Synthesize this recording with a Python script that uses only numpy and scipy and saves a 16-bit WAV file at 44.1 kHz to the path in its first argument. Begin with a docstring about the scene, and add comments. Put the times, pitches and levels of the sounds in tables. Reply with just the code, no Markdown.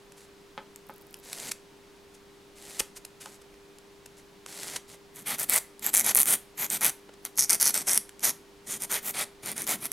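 """In a small room with a humming appliance, an emery file shapes a false nail tip close to the listener.
Soft sweeps, scuffs and light knocks come first, then four runs of quick back-and-forth strokes.
Grit is noise of uneven level and stick-slip is a train of short bursts; both excite the resonances of
the tip (high) and the file board (lower). Fingers and table ring as damped modes, and echoes are added."""
import sys
import numpy as np
from scipy import signal
from scipy.fft import rfft, irfft
from scipy.io import wavfile
from scipy.ndimage import uniform_filter1d

SR = 44100
rng = np.random.default_rng(int(sys.argv[2]) if len(sys.argv) > 2 else 0)


def generate_wav(sig):
    """Save sig (samples, or channels by samples) to the path in sys.argv[1] as 16-bit PCM at SR."""
    pcm = np.round(np.clip(np.atleast_2d(sig).T, -1, 1) * 32767).astype(np.int16)
    wavfile.write(sys.argv[1], SR, pcm)


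N = 437472
TIME = np.arange(N) / SR  # s

# appliance hum: [f/Hz, mean rms level/dB]
HUM = [(99.9, -81), (199.8, -71.5), (299.7, -67), (399.6, -57.5)]
# spectrum of the room air: [f/Hz, relative level/dB]
AIR = [(20, 1), (50, 2.5), (100, -3), (160, 3), (240, 1), (340, 2), (470, -0.5), (700, -4.5), (920, -3),
       (1300, -7), (4000, -11), (7000, -16), (12000, -21), (16000, -27)]
AIR_DB = -59.5  # rms level of the air's mid signal above 600 Hz
# left-right difference of the air: [f/Hz, side re mid level/dB]
AIR_SIDE = [(25, -9), (70, -8), (200, -6.5), (600, -5), (2000, -6.5), (6000, -8.5), (12000, -20.5),
            (16000, -10)]
# left-right difference of the close echoes: [f/Hz, side re echo level/dB]
CLOSE_SIDE = [(100, -27), (500, -23), (1000, -38.5), (2500, -50.5), (4500, -31.5), (8000, -24),
              (12000, -36), (16000, -45)]

# brief scuffs and ticks of file or nails: [centre t/s, length t/s, level/dB, tilt/(dB per octave)]
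SCUFFS = [(0.122, 0.0018, -45.5, 1), (0.7605, 0.00077, -33.5, 5), (1.143, 0.0019, -35.5, 3),
          (1.331, 0.002, -27.5, 1.5), (1.5178, 0.0054, -27, 1), (2.15, 0.013, -54, 0.5),
          (2.799, 0.0056, -20, 3.5), (2.8048, 0.0016, -21, -1.5), (2.971, 0.014, -42, 2.5),
          (3.0515, 0.0029, -36.5, 2.5), (3.215, 0.012, -43.5, 2), (3.2591, 0.0025, -35.5, -1),
          (3.419, 0.0047, -52, 1), (3.542, 0.0028, -49.5, -5), (3.7859, 0.0013, -45.5, 1),
          (4.0616, 0.0031, -41.5, 1), (4.4628, 0.0018, -34.5, -1), (4.633, 0.0022, -31.5, 2),
          (4.764, 0.0064, -29, 0), (5.795, 0.001, -37.5, 7), (7.093, 0.0055, -42.5, -7.5),
          (7.14, 0.0046, -52.5, -0.5), (8.0935, 0.0018, -38, 1.5), (8.195, 0.0013, -38.5, 5)]
# spectrum of a scuff before its tilt: [f/Hz, relative level/dB]
SCUFF_COLOUR = [(60, -36.0), (300, -0.5), (900, 1), (2200, 2), (4500, 0), (7000, 2), (11000, -0.5),
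                (13500, -10), (16000, -29)]

# the flat of the file sweeps softly over the nail:
# [start t/s, end t/s, final level/dB, swell since the start/dB, finger thrum re grit level/dB]
SWEEPS = [(0.162, 0.25, -61.5, -10, -16), (1.222, 1.491, -40, 14, -12.5), (2.55, 2.813, -44.5, 11.5, -18),
          (3.205, 3.357, -55.5, -7.5, -9), (4.163, 4.198, -57.5, -5, -20), (4.463, 4.768, -40, 8, -23.5),
          (4.872, 4.944, -49, 5, -12)]
# spectrum of the sweeps: [f/Hz, relative level/dB]
SWEEP_COLOUR = [(60, -14), (130, 4.5), (300, 2), (560, 5.5), (800, 5), (1150, -1.5), (2100, 5.5),
                (2800, 1.5), (4400, 4.5), (5400, 2.5), (7000, 5.5), (11000, 3), (13500, -5), (16000, -18)]
SWEEP_ATTACK_S, SWEEP_RELEASE_S = 0.018, 0.023

# light knocks of the hands on the table: [t/s, relative level/dB, top f/Hz of the blow (lower is softer)]
KNOCKS = [(0.578, -26.5, 3600), (0.896, -31, 1600), (2.8053, -32, 3600), (3.26, -34.5, 1500)]
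# damped modes of the table: [f/Hz, width f/Hz, weight level/dB]
TABLE_MODES = [(192, 77, -2), (537, 210, -2.5), (882, 70, 7), (990, 130, -12), (1250, 84, -2),
               (1470, 180, -15), (2080, 680, -16), (3120, 290, -9.5)]

# fine ticks while the file creeps on the tip: (start t/s, end t/s, relative level/dB)
CREEP = (0.86, 1.25, -63)
# spectrum of the creep: [f/Hz, relative level/dB]
CREEP_COLOUR = [(3000, -28), (8000, -13), (11500, -3), (14000, -3), (16000, -12)]

# a hand settles on the table with a dull low bump: [t/s, level/dB before decay]
BUMPS = [(2.806, -44), (2.98, -52), (3.535, -53)]
BUMP_HZ, BUMP_DECAY_S = 45, 0.016

# file strokes: [start t/s, end t/s, relative level/dB, late minus early level/dB,
# chatter re grit level/dB and board re grit level/dB, both before fixed offsets]
STROKES = [(5.144, 5.233, -50, -2, -2.5, -3.5), (5.258, 5.362, -34.5, -1, -2, -1),
           (5.379, 5.45, -33.5, 0.5, 1.5, -4.5), (5.486, 5.59, -27, 6, -7, -4.5),
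           (5.82, 5.904, -34, 4, -5, -3.5), (5.93, 6.029, -29, -4, -1.5, -7),
           (6.034, 6.124, -28.5, 5.5, -1, -4), (6.145, 6.227, -30, 2, 3.5, -6),
           (6.262, 6.36, -21.5, 0, -13.5, -10), (6.574, 6.665, -30.5, 4, -9, -6.5),
           (6.697, 6.779, -30.5, 2.5, -8, -6.5), (6.809, 6.904, -25, 0, -8.5, -5),
           (7.249, 7.278, -46, -5, 1, 0.5), (7.374, 7.46, -35.5, -5, 4, -9.5),
           (7.493, 7.565, -29, -6, 2, -6.5), (7.601, 7.714, -28, -4.5, 2, -10),
           (7.738, 7.83, -32.5, -9, -6, -7), (7.868, 7.984, -26.5, -2.5, -8.5, -10.5),
           (8.227, 8.314, -27, -4, -7, -7.5), (8.666, 8.779, -34.5, -0.5, -6.5, -7),
           (8.796, 8.858, -35, 6.5, -4, -7), (8.895, 8.998, -31, -1.5, -6, -2.5),
           (9.021, 9.114, -33.5, 11, -12, -8.5), (9.136, 9.245, -31.5, 5.5, -7, -1.5),
           (9.426, 9.536, -38, 2.5, -4, -1.5), (9.556, 9.651, -38, -5.5, 2.5, -3),
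           (9.667, 9.763, -29, -3, -3.5, -3), (9.78, 9.873, -39, 21, -11, -7.5)]
# the tip snags on the grit and judders free: [t/s, judder length t/s, relative first snap level/dB]
SNAGS = [(5.392, 0.029, -16), (5.4973, 0.006, -0.5), (5.5422, 0, -8), (5.5618, 0.0017, -4.5),
         (5.5853, 0.0013, -13), (5.8645, 0.0091, -5), (5.9403, 0.071, -2.5), (6.045, 0.00067, -13.5),
         (6.0947, 0.02, -11), (6.149, 0.084, -1), (6.2574, 0.0037, -9.5), (6.6653, 0, -17),
         (6.702, 0.0033, -10), (6.8098, .008, -13), (6.8468, 0.018, -4.5), (6.8957, 0, -12),
         (7.2518, 0.00064, -13), (7.385, .055, -5.5), (7.496, 0.0084, -4.5), (7.6002, 0, -14),
         (7.657, 0.045, -6), (7.743, .006, -7.5), (7.8944, 0.00025, -5.5), (7.9332, 0.0013, -2.5),
         (7.9763, 0, -2), (8.2451, 0.012, -6), (8.914, 0.032, -12), (9.517, 0.001, -17), (9.6685, 0, -13.5),
         (9.8558, 0.0034, -11.5), (9.9177, 0.0034, -12)]
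# resonance of the nail tip for each angle at which the file is held: [f/Hz, relative level/dB]
TIP_UPRIGHT = [(3500, -39.5), (4800, -26), (5800, -5.5), (7000, -2.5), (7800, -2.5), (9200, 2.5),
               (10200, 0), (11400, 2.5), (12600, -0.5), (14000, -5.5), (15500, -17), (17000, -39)]
TIP_SLANTED = [(3500, -29.5), (4400, -4.5), (5100, -4.5), (5650, 2), (6700, 2), (7400, -2), (8700, 4),
               (9700, -3), (10900, 6.5), (11700, 4), (12400, -7), (13600, -1.5), (15000, -10), (17000, -60)]
TIP_EDGE_ON = [(3500, -28.5), (4800, -17), (6000, -3.5), (6900, -0.5), (8200, -4), (9200, 3), (10100, -1.5),
               (11000, 2), (12400, -3), (14000, -6.5), (15500, -16), (17000, -44)]
# how each run of strokes is played:
# [from t/s, resonance of the tip, mid-stroke swell level/dB, thrum level/dB for a typical stroke]
RUNS = [(5.0, TIP_UPRIGHT, 3.5, -47), (7.1, TIP_SLANTED, -0.5, -47), (8.5, TIP_EDGE_ON, 5, -48.5),
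        (9.35, TIP_EDGE_ON, 5.5, -42.5)]
# resonance of the file board: [f/Hz, relative level/dB]
BOARD = [(200, -24.5), (380, -4), (600, 1), (850, 2.5), (1050, -2.5), (1400, 1.5), (1650, 0), (1950, 4.5),
         (2350, 4.5), (2800, -3), (3200, 1), (4600, -1.5), (7000, -14), (14000, -40.5)]
# damped modes of the fingers that hold file and nail: [f/Hz, width f/Hz, weight level/dB]
FINGER_MODES = [(139.4, 40, -3), (210, 62, 5.5), (313, 180, -2.5)]
LEAD_S = 0.023  # the file brushes the tip this long before it bites
STROKE_DB = -30  # a typical stroke
THRUM_FOLLOW = 0.33  # dB of thrum per dB of stroke
JUDDER_HZ, JUDDER_JITTER = 146.8, 0.22  # nominal slip rate; spread of the log interval
JUDDER_FADE_DB, JUDDER_SPREAD_DB = 6, 1  # fall over one judder; random spread of each slip


def undb(db):
    """Level to amplitude: a gain is ten to the power of its decibels over twenty."""
    return 10 ** (np.asarray(db) / 20)


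def rms(x):
    """Effective value: the square root of the mean power."""
    return np.sqrt(np.mean(x ** 2))


def response(points, size=2048):
    """Minimum phase: folding the cepstrum of a (Hz, dB) spectrum gives a causal, unit-energy response."""
    hz, db = np.transpose(points)
    freqs = np.maximum(np.fft.rfftfreq(size, 1 / SR), 1)
    magnitude = undb(np.interp(np.log(freqs), np.log(hz), db))
    cepstrum = irfft(np.log(magnitude))
    cepstrum[1:size // 2] *= 2
    cepstrum[size // 2 + 1:] = 0
    h = irfft(np.exp(rfft(cepstrum)))
    return h / np.linalg.norm(h)


def ring(modes, size=8192):
    """Modal superposition: damped cosines, wider modes dying sooner, scaled to unit energy."""
    t = TIME[:size]
    h = np.zeros(size)
    for hz, width, db in modes:
        decay = np.exp(-np.pi * width * t)
        h += undb(db) * width * decay * np.cos(2 * np.pi * hz * t)
    return h / np.linalg.norm(h)


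def through(x, h):
    """Linear response: the output is the excitation convolved with the impulse response."""
    return signal.oaconvolve(x, h)[:N]


def filtered(x, order, hz, kind):
    """Maximally flat (Butterworth) filtering."""
    return signal.sosfilt(signal.butter(order, hz, kind, fs=SR, output="sos"), x)


def add(track, start, x):
    """Superposition: sum x into the track from a given second on."""
    i = int(round(start * SR))
    track[i:i + len(x)] += x[:max(N - i, 0)]


def side_of(x, points):
    """Antiphase pair: a left-right difference whose strength follows (Hz, dB) points."""
    hz, db = np.transpose(points)
    freqs = np.maximum(np.fft.rfftfreq(N, 1 / SR), 1)
    gain = undb(np.interp(np.log(freqs), np.log(hz), db))
    return irfft(rfft(x) * gain, N) * np.array([[1], [-1]])


def reflections(t60_low, t60_high, delay_s, size=22050):
    """Diffuse reverberation: unit-energy noise decaying at separate rates below and above 2.5 kHz."""
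    t = TIME[:size]
    noise = rng.standard_normal(size)
    low = filtered(noise, 1, 2500, "low")
    low_tail = low * undb(-60 * t / t60_low)
    high_tail = (noise - low) * undb(-60 * t / t60_high)
    h = (low_tail + high_tail) * (t > delay_s)
    return h / np.linalg.norm(h)


def background():
    """Tonal and broadband noise: gently wavering hum harmonics over stereo air."""
    hum = np.zeros(N)
    for hz, db in HUM:
        hum += np.sqrt(2) * undb(db) * np.sin(2 * np.pi * (hz * TIME + rng.random()))
    waver = np.interp(TIME, np.linspace(0, TIME[-1], num=40), rng.standard_normal(size=40))
    h = response(AIR)
    mid = through(rng.standard_normal(N), h)
    side = through(rng.standard_normal(N), h)
    treble = filtered(mid, 4, 600, "high")
    air = (mid + side_of(side, AIR_SIDE)) * undb(AIR_DB) / rms(treble)
    return hum * undb(0.5 * waver) + air


def scuffs():
    """Transient friction: milliseconds of scraping as an edge touches or slides off the tip."""
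    out = np.zeros(N)
    for t, length, db, tilt_db in SCUFFS:
        u = np.linspace(-2, 2, int(4 * length * SR))  # time from the centre, in lengths
        scrape = undb(db) * np.exp(-np.pi * u ** 2 / 2) * rng.standard_normal(len(u))
        h = response([(hz, c + tilt_db * np.log2(hz)) for hz, c in SCUFF_COLOUR])
        add(out, t - 2 * length, np.convolve(scrape, h))
    return out


def grit(spread_db, size=14):
    """Abrasive friction: grains of uneven size, each scratching for a third of a millisecond."""
    grain_gain = undb(spread_db * rng.standard_normal(N // size + 1))
    x = rng.standard_normal(N) * np.repeat(grain_gain, size)[:N]
    return x / rms(x)


def thrum(gain):
    """Damped resonance: rubbing shakes the fingers; flesh keeps moving through the turn of a stroke."""
    shaking = uniform_filter1d(gain, size=1800) * rng.standard_normal(N)
    return filtered(through(shaking, ring(FINGER_MODES)), 2, [95, 400], "band")


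def sweeps():
    """Light friction: fine grit without chatter settles to a steady level until the file lifts."""
    gain, fingers = np.zeros((2, N))
    for start, end, db, swell_db, thrum_db in SWEEPS:
        t = TIME[:int((end - start + SWEEP_RELEASE_S) * SR)]
        attack = np.minimum(t / SWEEP_ATTACK_S, 1)
        release = np.minimum((t[-1] - t) / SWEEP_RELEASE_S, 1)
        level = attack * release * undb(db - swell_db * (1 - t / t[-1]) ** 2)
        add(gain, start, level)
        add(fingers, start, level * undb(thrum_db))
    return through(gain * grit(spread_db=4.5), response(SWEEP_COLOUR)) + thrum(fingers)


def knocks():
    """Impact excitation: band-limited blows ring the table's modes and a short diffuse tail."""
    blows = np.zeros(N)
    for t, db, top_hz in KNOCKS:
        push = filtered(signal.unit_impulse(2048), 2, [170, top_hz], "band")
        add(blows, t, undb(db + 17.5) * push)
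    top = through(blows, ring(TABLE_MODES))
    return top + undb(-2.5) * through(top, reflections(t60_low=0.12, t60_high=0.08, delay_s=0.0019))


def stick_slip(rate_hz, jitter, spread_db, rebound, count=5000):
    """Stick-slip: uneven slips, each with an uneven rebound typically within a millisecond or two."""
    chance = rng.standard_normal((count, 4))
    times = np.cumsum(np.exp(jitter * chance[:, 0])) / rate_hz
    sizes = undb(spread_db * np.tanh(chance[:, 1]))
    rebound_times = times + 0.00067 * np.exp(0.4 * chance[:, 2])
    rebound_sizes = rebound * sizes * chance[:, 3]
    x = np.zeros(N)
    for t, a in ((times, sizes), (rebound_times, rebound_sizes)):
        inside = t < TIME[-1]
        x[(t[inside] * SR).astype(int)] += a[inside]
    return x / rms(x)


def creep():
    """Slow stick-slip: the file barely moves, and its tiny slips sound mainly in the top treble."""
    start, end, db = CREEP
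    slips = stick_slip(rate_hz=36, jitter=0.37, spread_db=1, rebound=0.3)
    moving = (TIME > start) * (TIME < end)
    return undb(db) * through(slips * moving, response(CREEP_COLOUR))


def bumps():
    """Damped oscillation: the weight of a hand rocks the table for a cycle or two."""
    out, t = np.zeros(N), TIME[:8192]
    for start, db in BUMPS:
        add(out, start, undb(db) * np.exp(-t / BUMP_DECAY_S) * np.sin(2 * np.pi * BUMP_HZ * t))
    return out


def snap(x, size=14):
    """Finite slip duration: each kick spreads over a random burst of about a third of a millisecond."""
    at = np.flatnonzero(x[:-size])
    bursts = rng.standard_normal((len(at), size)) * np.linspace(1, 0.3, size)
    bursts *= x[at, None] / np.linalg.norm(bursts, axis=1, keepdims=True)
    out = np.zeros(N)
    np.add.at(out, at[:, None] + np.arange(size), bursts)
    return out


def judders(count=24):
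    """Relaxation oscillation: a snag snaps, then catches and slips unevenly, fading as the tip works free."""
    kicks = np.zeros(N)
    chances = rng.standard_normal((len(SNAGS), 2, count))
    for (start, length, db), (gaps, sizes) in zip(SNAGS, chances):
        add(kicks, start, undb([db]))
        times = np.cumsum(np.exp(JUDDER_JITTER * gaps)) / JUDDER_HZ
        for t, size in zip(times, sizes):
            if t < length:
                add(kicks, start + t, undb([db - JUDDER_FADE_DB * t / length + JUDDER_SPREAD_DB * size]))
    return snap(kicks, size=13)


def run_at(t):
    """Contact state: tip resonance, swell and thrum of the run of strokes at a given second."""
    return [row[1:] for row in RUNS if row[0] <= t][-1]


def pressure(length, level_db, lean_db, swell_db, edge_s, edge_db, lead_db):
    """Friction envelope: the file brushes in, bites, changes level towards midway and fades at the turn."""
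    t = np.arange(int((length + LEAD_S) * SR)) / SR - LEAD_S
    place = np.clip(3 * (t / length - 1 / 2), -1, 1)  # 0 at mid-stroke
    db = level_db + lean_db * place / 2 - swell_db * place ** 2
    turning = np.exp(-np.maximum(t, 0) / edge_s) + np.exp((t - t[-1]) / edge_s)
    brushing = np.sqrt(np.maximum(-t, 0) / LEAD_S)
    return undb(db - edge_db * turning - lead_db * brushing)


def shifted(points, spread_db, detune):
    """Moving boundary: a shifted contact point retunes and recolours the resonance a little."""
    scale = np.exp(detune * rng.standard_normal())
    return response([(hz * scale, db + spread_db * rng.standard_normal()) for hz, db in points])


def filing():
    """Source and resonator: grit and slips drive tip and board; the fingers thrum with each stroke."""
    # worn and fresh patches of the abrasive pass under the tip every few milliseconds
    patches = np.interp(TIME, np.linspace(0, TIME[-1], num=2500), rng.standard_normal(size=2500))
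    grains = grit(spread_db=3.0) * undb(1.1 * patches)
    slips = snap(stick_slip(rate_hz=205, jitter=0.33, spread_db=10.0, rebound=1.0))
    tip, board, fingers, out = np.zeros((4, N))
    for start, end, level_db, lean_db, chatter_db, board_db in STROKES:
        _, swell_db, thrum_db = run_at(start)
        gain = pressure(end - start, level_db, lean_db, swell_db, edge_s=0.0041, edge_db=13.5, lead_db=18.5)
        touch = start - LEAD_S
        here = np.minimum(int(touch * SR) + np.arange(len(gain)), N - 1)
        add(tip, touch, gain * (grains[here] + undb(chatter_db + 2.5) * slips[here]))
        # a softer contact: the board feels the slips less
        board_force = grains[here] + undb(chatter_db - 14.5) * slips[here]
        add(board, touch, gain * undb(board_db) * board_force)
        finger_gain = undb(thrum_db + THRUM_FOLLOW * (level_db - STROKE_DB))
        add(fingers, start, np.full(int((end - start) * SR), finger_gain))
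    snags = judders()
    tip = tip + undb(8.5) * snags
    board = board + undb(-7) * snags
    turns = [int((row[0] - LEAD_S) * SR) for row in STROKES] + [N]
    for i, j in zip(turns, turns[1:]):
        colour = run_at(i / SR)[0]
        add(out, i / SR, signal.oaconvolve(tip[i:j], shifted(colour, spread_db=3.07, detune=0.018)))
        # the free length of the board changes as it slides, so its ring shifts within a stroke
        travel = np.clip(TIME[:j - i] / 0.17, 0, 1)
        for share in (1 - travel, travel):
            board_ring = shifted(BOARD, spread_db=1.5, detune=0.01)
            add(out, i / SR, signal.oaconvolve(share * board[i:j], board_ring))
    return out + thrum(fingers)


def scene():
    """Direct and reflected sound: close sources, quick echoes off hands and table, and the small room."""
    close = scuffs() + sweeps() + knocks() + creep() + filing()
    near = undb(-17.5) * through(close, reflections(t60_low=0.013, t60_high=0.05, delay_s=0.00026))
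    room = undb(-15.5) * through(close, reflections(t60_low=0.34, t60_high=0.22, delay_s=0.005))
    # the echoes differ a little between left and right
    echoes = through(close, reflections(t60_low=0.041, t60_high=0.09, delay_s=0.0005))
    return background() + close + near + room + side_of(echoes, CLOSE_SIDE) + bumps()


def record(dry):
    """Amplitude and band limiting: peaks are clipped at 0.78, then the top is cut steeply at 16.3 kHz."""
    capped = np.clip(dry, -0.78, 0.78)
    return signal.sosfilt(signal.ellip(8, 0.2, 70, 16300, fs=SR, output="sos"), capped)


dry = scene()
out = record(dry)
generate_wav(out)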